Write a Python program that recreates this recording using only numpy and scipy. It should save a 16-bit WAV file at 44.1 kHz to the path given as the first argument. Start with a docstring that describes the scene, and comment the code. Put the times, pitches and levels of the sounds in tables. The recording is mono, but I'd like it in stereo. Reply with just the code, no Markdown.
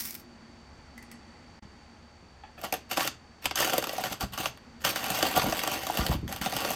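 """The last coffee beans slide from a plastic scoop and tick into the metal hopper of a wooden hand mill.
The scoop is put down and the crank turns in fits, then steadily: beans crack between the burrs,
the fragments crunch, and the wooden box knocks on the table. The mill is close to a stereo pair of
microphones, a little to the left. Behind it a small kitchen hums, with a thin high whine."""
import sys
import numpy as np
from scipy import signal
from scipy.fft import rfft, irfft
from scipy.io import wavfile
from scipy.ndimage import uniform_filter1d

SR = 44100
rng = np.random.default_rng(int(sys.argv[2]) if len(sys.argv) > 2 else 0)


def unload_audio(sound):
    """Save the sound as a 16-bit wav file, at the path given as the first command line argument."""
    columns = np.transpose(np.atleast_2d(sound))
    # keep every value between -1 and 1, then stretch to whole-number steps
    steps = np.round(np.clip(columns, -1, 1) * 32767)
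    wavfile.write(sys.argv[1], SR, steps.astype(np.int16))


N = 297675
TIME = np.arange(N) / SR
HZ = np.fft.rfftfreq(8192, 1 / SR)
SIDES = np.array([[.5], [-.5]])  # splits a left-minus-right level between the two microphones

# The mill from close by: f/Hz, level/dB. Table levels are relative; each source adds its own gain.
MILL_SPECTRUM = [(200, 4), (400, -2.5), (650, -1.5), (1000, -1), (1500, -5.5), (2050, -9), (2800, -7.5),
                 (4000, -13), (5500, -12), (8000, -17.5), (10200, -27), (12000, -2), (13700, -20.5),
                 (15600, -19)]
# its resonances: f/Hz, width/Hz, level/dB
MILL_RESONANCES = [(654, 980, 2), (751, 115, 7.5), (866, 22, 4.5), (1116, 38, 3), (1390, 200, 4),
                   (1804, 75, 4.5), (2052, 41, 4.5), (2280, 100, 1), (2770, 260, 5.5), (3390, 750, 5.5),
                   (4624, 320, 8), (6280, 100, 8.5), (7000, 130, 2.5), (8700, 480, 6), (12030, 650, -13),
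                   (14950, 210, 22)]
# left microphone over right: f/Hz, level/dB
MILL_BALANCE = [(100, 0), (380, 10), (740, 1), (1600, 3), (2800, 1.5), (6000, 4.5), (10000, 0)]


def mill_bodies():
    """The mill's three voices: wooden box, metal burrs and hopper, and the snap of the bean itself."""
    colour = amp(read(MILL_SPECTRUM, HZ)) * peaks(MILL_RESONANCES)
    edges_hz = [(330, 857), (1100, 8400), (9500, 8900)]  # the snap's edges cross, leaving a bright hump
    return [response(colour * band(lo, hi), read(MILL_BALANCE, HZ)) for lo, hi in edges_hz]


# a bean breaks: t/s, wood level/dB, metal level/dB, snap level/dB, wood knock f/Hz
BEAN_BREAKS = [(2.615, -58, -45, -46, 500), (2.7252, -27, -26.5, -30.5, 775), (2.741, -48, -32, -38, 800),
               (2.9137, -38, -28, -34, 710), (2.9729, -31.5, -21.5, -37, 710),
               (3.0073, -30.5, -23.5, -49, 653), (3.0753, -44, -23, -32.5, 570),
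               (3.4567, -33, -19, -30, 440), (3.5107, -34, -26.5, -56, 430), (3.5571, -40, -25, -31.5, 650),
               (3.6249, -30, -33, -43, 950), (3.6753, -29, -33, -36, 564), (3.6974, -33, -26, -38, 680),
               (3.7337, -29.5, -24.5, -33, 516), (3.738, -25, -38, -32, 500),
               (3.7807, -22, -24, -25.5, 596), (3.8253, -33, -30.5, -42, 800),
               (3.8409, -37, -27.5, -37, 910), (3.8707, -33.5, -32, -39, 675),
               (3.8935, -35.5, -30, -45, 580), (3.9324, -32.5, -42, -43, 644), (3.982, -29, -38, -47, 710),
               (4.0384, -30, -26, -37, 724), (4.1273, -43, -27.5, -40, 890), (4.2085, -60, -31, -35, 440),
               (4.3772, -36.5, -30.5, -39.5, 960), (4.4575, -31, -21.5, -52, 634),
               (4.5744, -60, -47.5, -61, 630), (4.8491, -31.5, -19, -31, 553),
               (4.9597, -32.5, -27, -33.5, 900), (5.0417, -44, -28.5, -36, 660),
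               (5.1027, -30, -29.5, -27, 760), (5.2272, -22, -19, -29, 594), (5.3635, -21.5, -26, -33, 730),
               (5.3759, -21, -31, -28.5, 720), (5.4196, -34, -26, -48, 880), (5.5241, -24, -26.5, -40, 635),
               (5.592, -58, -25.5, -36, 450), (5.636, -29.5, -29, -32, 865), (5.6752, -27, -25, -34.5, 670),
               (5.8681, -34, -28.5, -35.5, 830), (5.8988, -29, -39, -57, 720), (5.9725, -38, -26, -32, 740),
               (6.0647, -35, -25, -33, 760), (6.2789, -57, -36, -49, 455), (6.3254, -37, -31.5, -36.5, 790),
               (6.3624, -42.5, -37, -40.5, 810), (6.4144, -40.5, -32, -39, 800),
               (6.4603, -27.5, -28, -40, 750), (6.5243, -29.5, -31, -44, 690),
               (6.5661, -33, -24.5, -32.5, 720), (6.6493, -29, -27.5, -50, 646),
               (6.7044, -30.5, -35, -32.5, 690)]
FRACTURE_MS, FRACTURE_DB_PER_DOUBLING = 0.78, 45  # base time scale; a harder break lasts longer


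def cracks(wood, metal, snap):
    """Each bean snaps first; the metal follows at once and the box a moment later."""
    out = np.zeros((2, N))
    for s, wood_db, metal_db, snap_db, wood_hz in BEAN_BREAKS + chips(count=40):
        ms = FRACTURE_MS * 2 ** ((max(wood_db, metal_db) + 30.5) / FRACTURE_DB_PER_DOUBLING)
        struck_wood = favour(wood, wood_hz, width_hz=136, db=8.5)
        add(out, s - .0008, amp(snap_db - 1.5) * blow(snap, ms * 0.86, same=0.34, swell=1.65))
        add(out, s - .0006, amp(metal_db - 2.95) * blow(metal, ms * 1.27, same=0.012, swell=0.9))
        add(out, s + .00028, amp(wood_db - 2.0) * blow(struck_wood, ms * 1.56, same=0.98))
    return out


# load on the crank in steady turning: t/s, level/dB
CRANK_LOAD = [(3.55, -45), (3.6, -28), (3.8, -45.5), (4.0, -38.5), (4.14, -60), (4.3, -64), (4.8, -86),
              (4.93, -42), (5.1, -33), (5.55, -35), (5.85, -38.5), (6.05, -36.5), (6.15, -45.5),
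              (6.23, -72), (6.4, -54), (6.55, -35.5), (6.75, -34)]


def chips(count):
    """Small breaks at random moments, as loud as the load allows; rows like those of BEAN_BREAKS."""
    chance = rng.random((count, 5))
    scatter = 2 * chance - 1
    turning_s, load_db = np.transpose(CRANK_LOAD)
    s = turning_s[0] + (turning_s[-1] - turning_s[0]) * (np.arange(count) + chance[:, 0]) / count
    levels_db = np.interp(s, turning_s, load_db)[:, None] + [-2, 0.5, -3.5]  # wood, metal, snap
    knock_hz = 675 + 200 * scatter[:, 1]
    return list(np.column_stack([s, levels_db - scatter[:, 2:], knock_hz]))


# a bean is caught and crushed: t/s, length/s, wood level/dB, metal level/dB
BEAN_CRUSHES = [(2.57, 0.16, -45.5, -53.5), (2.628, 0.017, -35, -31.5), (2.722, .019, -31.5, -34),
                (2.889, 0.022, -44, -43.5), (2.902, 0.028, -34, -30.5), (2.956, 0.11, -31.5, -30.5),
                (3.415, .035, -62, -45), (3.434, 0.02, -42.5, -37), (3.561, .088, -34.5, -27),
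                (3.71, 0.078, -33, -36), (3.985, 0.036, -34.5, -44), (4.035, 0.038, -32.5, -34),
                (4.096, 0.036, -35, -35.5), (4.196, 0.036, -31, -33.5), (4.317, .03, -45, -39),
                (4.37, 0.1, -33.5, -34), (4.801, 0.018, -56, -45), (4.835, 0.071, -31, -27),
                (4.948, 0.037, -56, -33.5), (5.14, 0.029, -40, -32), (5.239, 0.029, -33, -30),
                (5.351, 0.04, -30, -26), (5.437, 0.061, -28, -61), (5.7, 0.053, -33, -32.5),
                (5.968, 0.037, -29.5, -32), (6.103, 0.026, -29, -33), (6.279, 0.1, -40.5, -42),
                (6.407, 0.064, -35, -33), (6.66, 0.023, -43, -55)]
CRUSH_RISE_S, RELEASE_DB_PER_S = 0.015, 647.5
TRICKLE_DB, TRICKLE_DB_PER_S = -21, 230  # last crumbs falling through after a crush


def milling(part, sag_db_per_s, load_share_db):
    """Drive into the wood or the metal: the steady load, plus each crush rising, sagging, letting go."""
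    power = (amp(load_share_db) * curve(CRANK_LOAD)) ** 2
    for s, length_s, wood_db, metal_db in BEAN_CRUSHES:
        db = wood_db if part == "wood" else metal_db
        t = np.maximum(TIME - s, 0)
        held, after = np.minimum(t, length_s), np.maximum(t - length_s, 0)
        press = np.minimum(t / CRUSH_RISE_S, 1) * amp(db - sag_db_per_s * held)
        release = amp(-RELEASE_DB_PER_S * after) + amp(TRICKLE_DB - TRICKLE_DB_PER_S * after)
        power += (press * release / (1 + amp(TRICKLE_DB))) ** 2
    return np.sqrt(power)


def crunch(wood, metal, snap, wood_drive, metal_drive):
    """Fragments crumble between the burrs, following the load and each crush."""
    crumbs = grains(per_s=450, spread_db=2.0, bed=0.78)
    grit = crumbs * grains(per_s=750, spread_db=0.5, bed=0.24)
    box = amp(-5.0) * ring(crumbs * wood_drive * pair(N, same=0.71), wood)
    burrs = amp(-2.5) * ring(crumbs * metal_drive * pair(N, same=0.012), metal)
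    crackle = amp(-10.0) * ring(grit * metal_drive * pair(N, same=0.21), snap)
    return wander(box + burrs + crackle, spread_db=3.0)


# a bean jams and skids: t/s, level/dB, f/Hz, swell time/ms
BEAN_SKIDS = [(2.635, -33.5, 677, 4.3), (3.555, -33, 6310, 0.65), (3.621, -30.5, 1790, 1.8),
              (5.898, -28, 860, 1.8)]


def skids():
    """Short stick-slip rubs of a bean held between the burrs, each sounding one resonance."""
    out = np.zeros((2, N))
    width_hz = 160
    for s, db, hz, ms in BEAN_SKIDS:
        body = response(1 / (1 + (2 * (HZ - hz) / width_hz) ** 2), read(MILL_BALANCE, HZ))
        add(out, s, amp(db) * blow(body, ms, same=1.0))
    return out


# the box is bumped or rocks on the table: t/s, level/dB
BOX_KNOCKS = [(1.647, -43.5), (2.01, -51), (2.224, -49.5), (4.11, -36.5), (4.233, -29), (4.396, -35.5),
              (5.106, -34), (5.365, -28), (5.437, -29), (5.469, -29.5), (5.989, -24.5), (6.021, -31.5),
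              (6.091, -23.5), (6.111, -30), (6.147, -25), (6.185, -35), (6.227, -30), (6.247, -30.5),
              (6.294, -34.5), (6.408, -34), (6.462, -33), (6.552, -33)]
# its thump from close by: f/Hz, level/dB
BOX_SPECTRUM = [(20, 7.5), (50, -2.5), (100, -10.5), (200, -2), (320, -8.5), (500, -23), (1200, -55),
                (5000, -83)]
# its low resonances: f/Hz, width/Hz, level/dB
BOX_RESONANCES = [(124, 16, 9.5), (176, 59, 3.8), (231, 18, 2.6)]


def knocks(wood_drive):
    """The box rumbles under the grinding, thumps as it rocks and jolts at each bean's break."""
    colour = amp(read(BOX_SPECTRUM, HZ)) * peaks(BOX_RESONANCES)
    box = response(colour * band(68, 660, order=4), left_db=3.5)
    table = response(band(45, 157), left_db=3.5)
    out = amp(-13.0) * ring(wood_drive * pair(N, same=0.66), box)
    for s, db in BOX_KNOCKS:
        add(out, s, amp(db - 1.2) * blow(box, ms=3.2, same=0.93))
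        add(out, s, amp(2 * db + 25) * blow(table, ms=6.5, same=0.95))  # heavy thumps boom in the table
    for s, _, metal_db, *_ in BEAN_BREAKS:
        add(out, s, amp(metal_db - 20.5) * blow(box, ms=3.5, same=0.85))
    return out


# beans sliding over one another: t/s, level/dB
BEAN_SLIDE = [(0, -33.5), (.03, -42.5), (.08, -40.5), (.12, -48), (.16, -56), (.2, -55), (.27, -100)]
# a bean lands in the hopper: t/s, level/dB
BEAN_LANDINGS = [(.0005, -41), (.006, -32), (.011, -48), (0.045, -44), (0.052, -35), (0.056, -37),
                 (0.073, -46), (.107, -35.5), (0.13, -61), (0.1424, -41), (0.1504, -36.5), (.153, -48)]
# the metal hopper from close by: f/Hz, level/dB
HOPPER_SPECTRUM = [(300, -12), (1000, -5), (2000, 3), (3100, -1.5), (5000, 5), (7000, 3), (9500, -1.5),
                   (16000, 8.5)]
# its resonances: f/Hz, width/Hz, level/dB
HOPPER_RESONANCES = [(2260, 300, 5.9), (5330, 830, 4.7), (8600, 160, 12), (11600, 560, 11.7),
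                     (15100, 170, 5.5)]


def pour():
    """Beans slide out of the scoop and tick against the hopper."""
    colour = amp(read(HOPPER_SPECTRUM, HZ)) * peaks(HOPPER_RESONANCES)
    hopper = response(colour * band(190, 22000), read(MILL_BALANCE, HZ))
    sliding = curve(BEAN_SLIDE) * grains(per_s=2800, spread_db=9, bed=0.88)
    out = amp(1.0) * ring(sliding * pair(N, same=0.17), hopper)
    for s, db in BEAN_LANDINGS:
        add(out, s, amp(db) * blow(hopper, ms=0.93, same=0.11))
    return out


# the plastic scoop is pushed across the table: t/s, level/dB
SCOOP_SCRAPE = [(.96, -68), (1.15, -71), (1.35, -66), (1.55, -90)]
# its light taps: t/s, ring level/dB, tick level/dB
SCOOP_TOUCHES = [(.977, -45, -55.5), (1.025, -53, -55.5), (1.114, -49.5, -50)]
# fingers take hold of the crank: t/s, level/dB
CRANK_TOUCHES = [(2.435, -43), (2.448, -49), (2.577, -45.5)]
# resonances of scoop and crank: f/Hz, width/Hz, level/dB
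SCOOP_RESONANCES = [(1980, 170, 31.5), (5800, 200, 12), (7600, 250, 18), (8570, 180, 21)]
CRANK_RESONANCES = [(835, 56, 22), (1320, 68, 15), (1717, 61, 13), (2560, 49, 19.6), (3400, 90, 13)]


def handling():
    """The scoop scrapes and taps down to the left of the microphones, and a hand finds the crank."""
    scoop = response(peaks(SCOOP_RESONANCES) * band(1100, 7300), left_db=7.5)
    tick = response(band(3800, 14000), left_db=4.0)
    crank = response(peaks(CRANK_RESONANCES) * band(490, 2950), left_db=4.5)
    out = ring(curve(SCOOP_SCRAPE) * pair(N, same=.2), scoop)
    for s, ring_db, tick_db in SCOOP_TOUCHES:
        add(out, s, amp(ring_db) * blow(scoop, ms=1.6, same=0.17))
        add(out, s, amp(tick_db) * blow(tick, ms=1.8, same=.2))
    for s, db in CRANK_TOUCHES:
        add(out, s, amp(db) * blow(crank, ms=1.75, same=0.17))
    return out


# the kitchen air: f/Hz, level/dB
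AIR_SPECTRUM = [(20, -15), (45, -8.5), (80, -4), (120, -8.5), (200, -9.5), (420, -15.5), (800, -13),
                (1200, -16), (2000, -18.5), (3500, -27.5), (6500, -31), (8800, -38.5), (10500, -50.5),
                (16000, -57)]
# left microphone over right: f/Hz, level/dB
AIR_BALANCE = [(80, 2.8), (450, 7.7), (900, 1.5), (2000, 3.8), (4000, 8.6), (6000, 11), (10000, 0.96)]
# hums and the fuzz round the whine: f/Hz, width/Hz, level/dB, left over right/dB
DRONE_BANDS = [(74, 19, -62.5, 3), (830, 60, -70, 6), (4506, 140, -72, 5.5)]
# resonances of a low hum: f/Hz, width/Hz, level/dB
HUM_RESONANCES = [(234.1, 9.1, 28.5), (354, 4.5, 18.5)]
# that hum fades and swells: t/s, level/dB
HUM_SWELL = [(0, -51), (.35, -58), (.85, -62.5), (1.15, -54), (1.5, -61.5), (1.85, -63), (4.4, -67),
             (4.7, -56), (6.75, -56)]
# the whole background sinks a little and briefly drops out: t/s, level/dB
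BACKGROUND_LEVEL = [(0, 3), (1.592, 4), (1.6, -26), (1.616, -34), (1.626, 7.5), (1.66, 3), (1.75, 3.5),
                    (2.1, 2), (3.3, 2), (4.7, 3.5), (6.75, 5)]


def room_tone():
    """Dull air noise with fuzzy hums, alike at both microphones in the bass."""
    hz = np.fft.rfftfreq(N, 1 / SR)
    a, b = rfft(rng.standard_normal((2, N)))
    same = read([(100, 0.7), (500, 0.085), (2000, 0.045)], hz)  # f/Hz, correlation
    noise = np.array([a, same * a + np.sqrt(1 - same ** 2) * b])
    gain = amp(-55.5) * unit(amp(read(AIR_SPECTRUM, hz) + SIDES * read(AIR_BALANCE, hz)))
    for f, width, db, left_db in DRONE_BANDS:
        hump = unit(np.exp(-2 * ((hz - f) / width) ** 2))
        gain = np.hypot(gain, amp(db + SIDES * left_db) * hump)
    hum_body = response(peaks(HUM_RESONANCES) * band(160, 380), left_db=3, size=6000)
    hum = curve(HUM_SWELL) * ring(pair(N, same=0.72), hum_body)
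    return (irfft(noise * gain, N) + hum) * curve(BACKGROUND_LEVEL)


# the two close tones of the whine: f/Hz, level/dB
WHINE_TONES = [(4524, -82), (4583, -76)]
WHINE_WAVER_HZ, WHINE_LEFT_DB = 6.8, 19.5


def whine():
    """Two thin tones well off to the left, each drifting in pitch."""
    out = np.zeros(N)
    rates_hz = np.geomspace(.4, 12, 10)
    for hz, db in WHINE_TONES:
        drift = unit(sum(np.sin(2 * np.pi * (f * TIME + rng.random())) / np.sqrt(f) for f in rates_hz))
        phase = 2 * np.pi * np.cumsum(hz + WHINE_WAVER_HZ * drift) / SR
        out += amp(db) * unit(np.sin(phase))
    return out * curve(BACKGROUND_LEVEL) * amp(SIDES * WHINE_LEFT_DB)


# the kitchen's decay: f/Hz, t60/s
KITCHEN_DECAY = [(150, 0.63), (700, 0.16), (3000, 0.24), (8000, 0.22), (15000, 0.027)]


def kitchen(x, early_db, tail_db):
    """The direct sound, quick echoes off the table and hopper, then the tail of a small kitchen."""
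    t = np.arange(SR // 2) / SR
    echoes = rng.choice([-1., 1.], (2, len(t))) * (rng.random((2, len(t))) < 3000 / SR)
    early = unit(echoes * (t > .0015) * np.exp(-t / 0.004))
    hz, frame_s, late = signal.stft(echoes * (t > .009), SR, nperseg=256)
    decay = amp(-60 * frame_s / read(KITCHEN_DECAY, hz)[:, None])
    tail = unit(signal.istft(late * decay, SR, nperseg=256)[1][:, :len(t)])
    return x + ring(x, (amp(early_db) * early + amp(tail_db) * tail) / np.sqrt(len(t)))


def blow(body, ms, same, swell=1, size=1500):
    """A burst of tiny slips swells, dies and rings a body; its energy is that of 10 ms at rms 1."""
    age = np.arange(size) / SR * 1000 / max(ms, .05)
    sound = signal.fftconvolve(pair(size, same) * age ** swell * np.exp(-age), body, axes=1)
    return unit(sound) * np.sqrt(.01 * SR / sound.shape[1])


def grains(per_s, spread_db, bed):
    """Envelope of many small fractures of uneven size over a bed of rubbing."""
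    sizes = amp(spread_db * np.minimum(rng.exponential(1, N), 4)) * (rng.random(N) < per_s / SR)
    power = signal.lfilter([1], [1, -np.exp(-1 / (0.00048 * SR))], sizes ** 2)
    local_mean = uniform_filter1d(power, size=1300).clip(0) + 1e-9
    return np.sqrt(power / local_mean + bed ** 2)


def favour(body, hz, width_hz, db):
    """A blow favours one pitch of a body, by where it lands."""
    return body + amp(db) * signal.lfilter(*signal.iirpeak(hz, hz / width_hz, fs=SR), body)


def wander(x, spread_db):
    """The colour drifts as the points of contact move round the burrs."""
    spectra = signal.stft(x, nperseg=512)[2]
    patches = uniform_filter1d(rng.standard_normal(spectra.shape[1:]), size=6, axis=0)
    patches = uniform_filter1d(patches, size=7, axis=1)
    gain = unit(amp(spread_db * np.tanh(unit(patches))))
    return signal.istft(spectra * gain, nperseg=512)[1][:, :N]


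def response(gain, left_db, size=3000):
    """Causal stereo impulse response of energy 1, shaped by this gain."""
    stereo_gain = gain / gain.max() * amp(SIDES * left_db)
    cepstrum = irfft(np.log(stereo_gain + 1e-5))
    cepstrum[:, 1:] *= 2 * (np.arange(1, cepstrum.shape[1]) < len(HZ))  # minimum phase
    return unit(irfft(np.exp(rfft(cepstrum)))[:, :size]) / np.sqrt(size)


def peaks(modes):
    """Gain of a body that stands out at its resonances; a negative level cuts a notch."""
    excess = sum((amp(db) ** 2 - 1) / (1 + (2 * (HZ - f) / width) ** 2) for f, width, db in modes)
    return np.sqrt(1 + excess.clip(-.9))


def band(lo_hz, hi_hz, order=8):
    """Gain of a band with soft edges."""
    return ((1 + (lo_hz / (HZ + 1)) ** order) * (1 + (HZ / hi_hz) ** order)) ** -.5


def ring(force, body):
    """A stereo force played through a body."""
    return signal.oaconvolve(force, body, axes=1)[:, :N]


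def pair(size, same):
    """White noise at two microphones, with correlation `same`."""
    a, b = rng.standard_normal((2, size))
    return np.array([a, same * a + np.sqrt(1 - same ** 2) * b])


def add(mix, s, sound):
    """Mixes a stereo sound in at time s."""
    part = mix[:, max(0, round(s * SR)):][:, :sound.shape[1]]
    part += sound[:, :part.shape[1]]


def curve(rows):
    """A table of t/s, level/dB as a gain for every sample."""
    s, db = np.transpose(rows)
    return amp(np.interp(TIME, s, db, left=-120))


def read(points, hz):
    """Interpolates a table on a log-frequency axis."""
    f, value = np.transpose(points)
    return np.interp(np.log(hz + 1), np.log(f + 1), value)


def amp(db):
    """Decibels to gain."""
    return 10 ** (np.asarray(db) / 20)


def unit(x):
    """Scales to an rms of 1."""
    return x / np.sqrt(np.mean(x ** 2) + 1e-20)


def scene():
    """The mill close to the microphones, the scoop a little farther off, the kitchen behind."""
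    bodies = mill_bodies()
    # as the pieces get smaller they shake the box less
    wood_drive = milling("wood", sag_db_per_s=64, load_share_db=-1.5)
    metal_drive = milling("metal", sag_db_per_s=15, load_share_db=0)
    mill = cracks(*bodies) + crunch(*bodies, wood_drive, metal_drive) + skids() + pour()
    return (kitchen(mill, early_db=-4.5, tail_db=-12.0)
            + kitchen(knocks(wood_drive), early_db=-14.5, tail_db=-14)
            + kitchen(handling(), early_db=-3.5, tail_db=-5.0)
            + room_tone() + whine())


def record(dry):
    """The recorder's band limit."""
    lowpass = signal.firwin(301, cutoff=16100, window=("kaiser", 8), fs=SR)
    return signal.oaconvolve(dry, lowpass[None], "same")


dry = scene()
out = record(dry)
unload_audio(out)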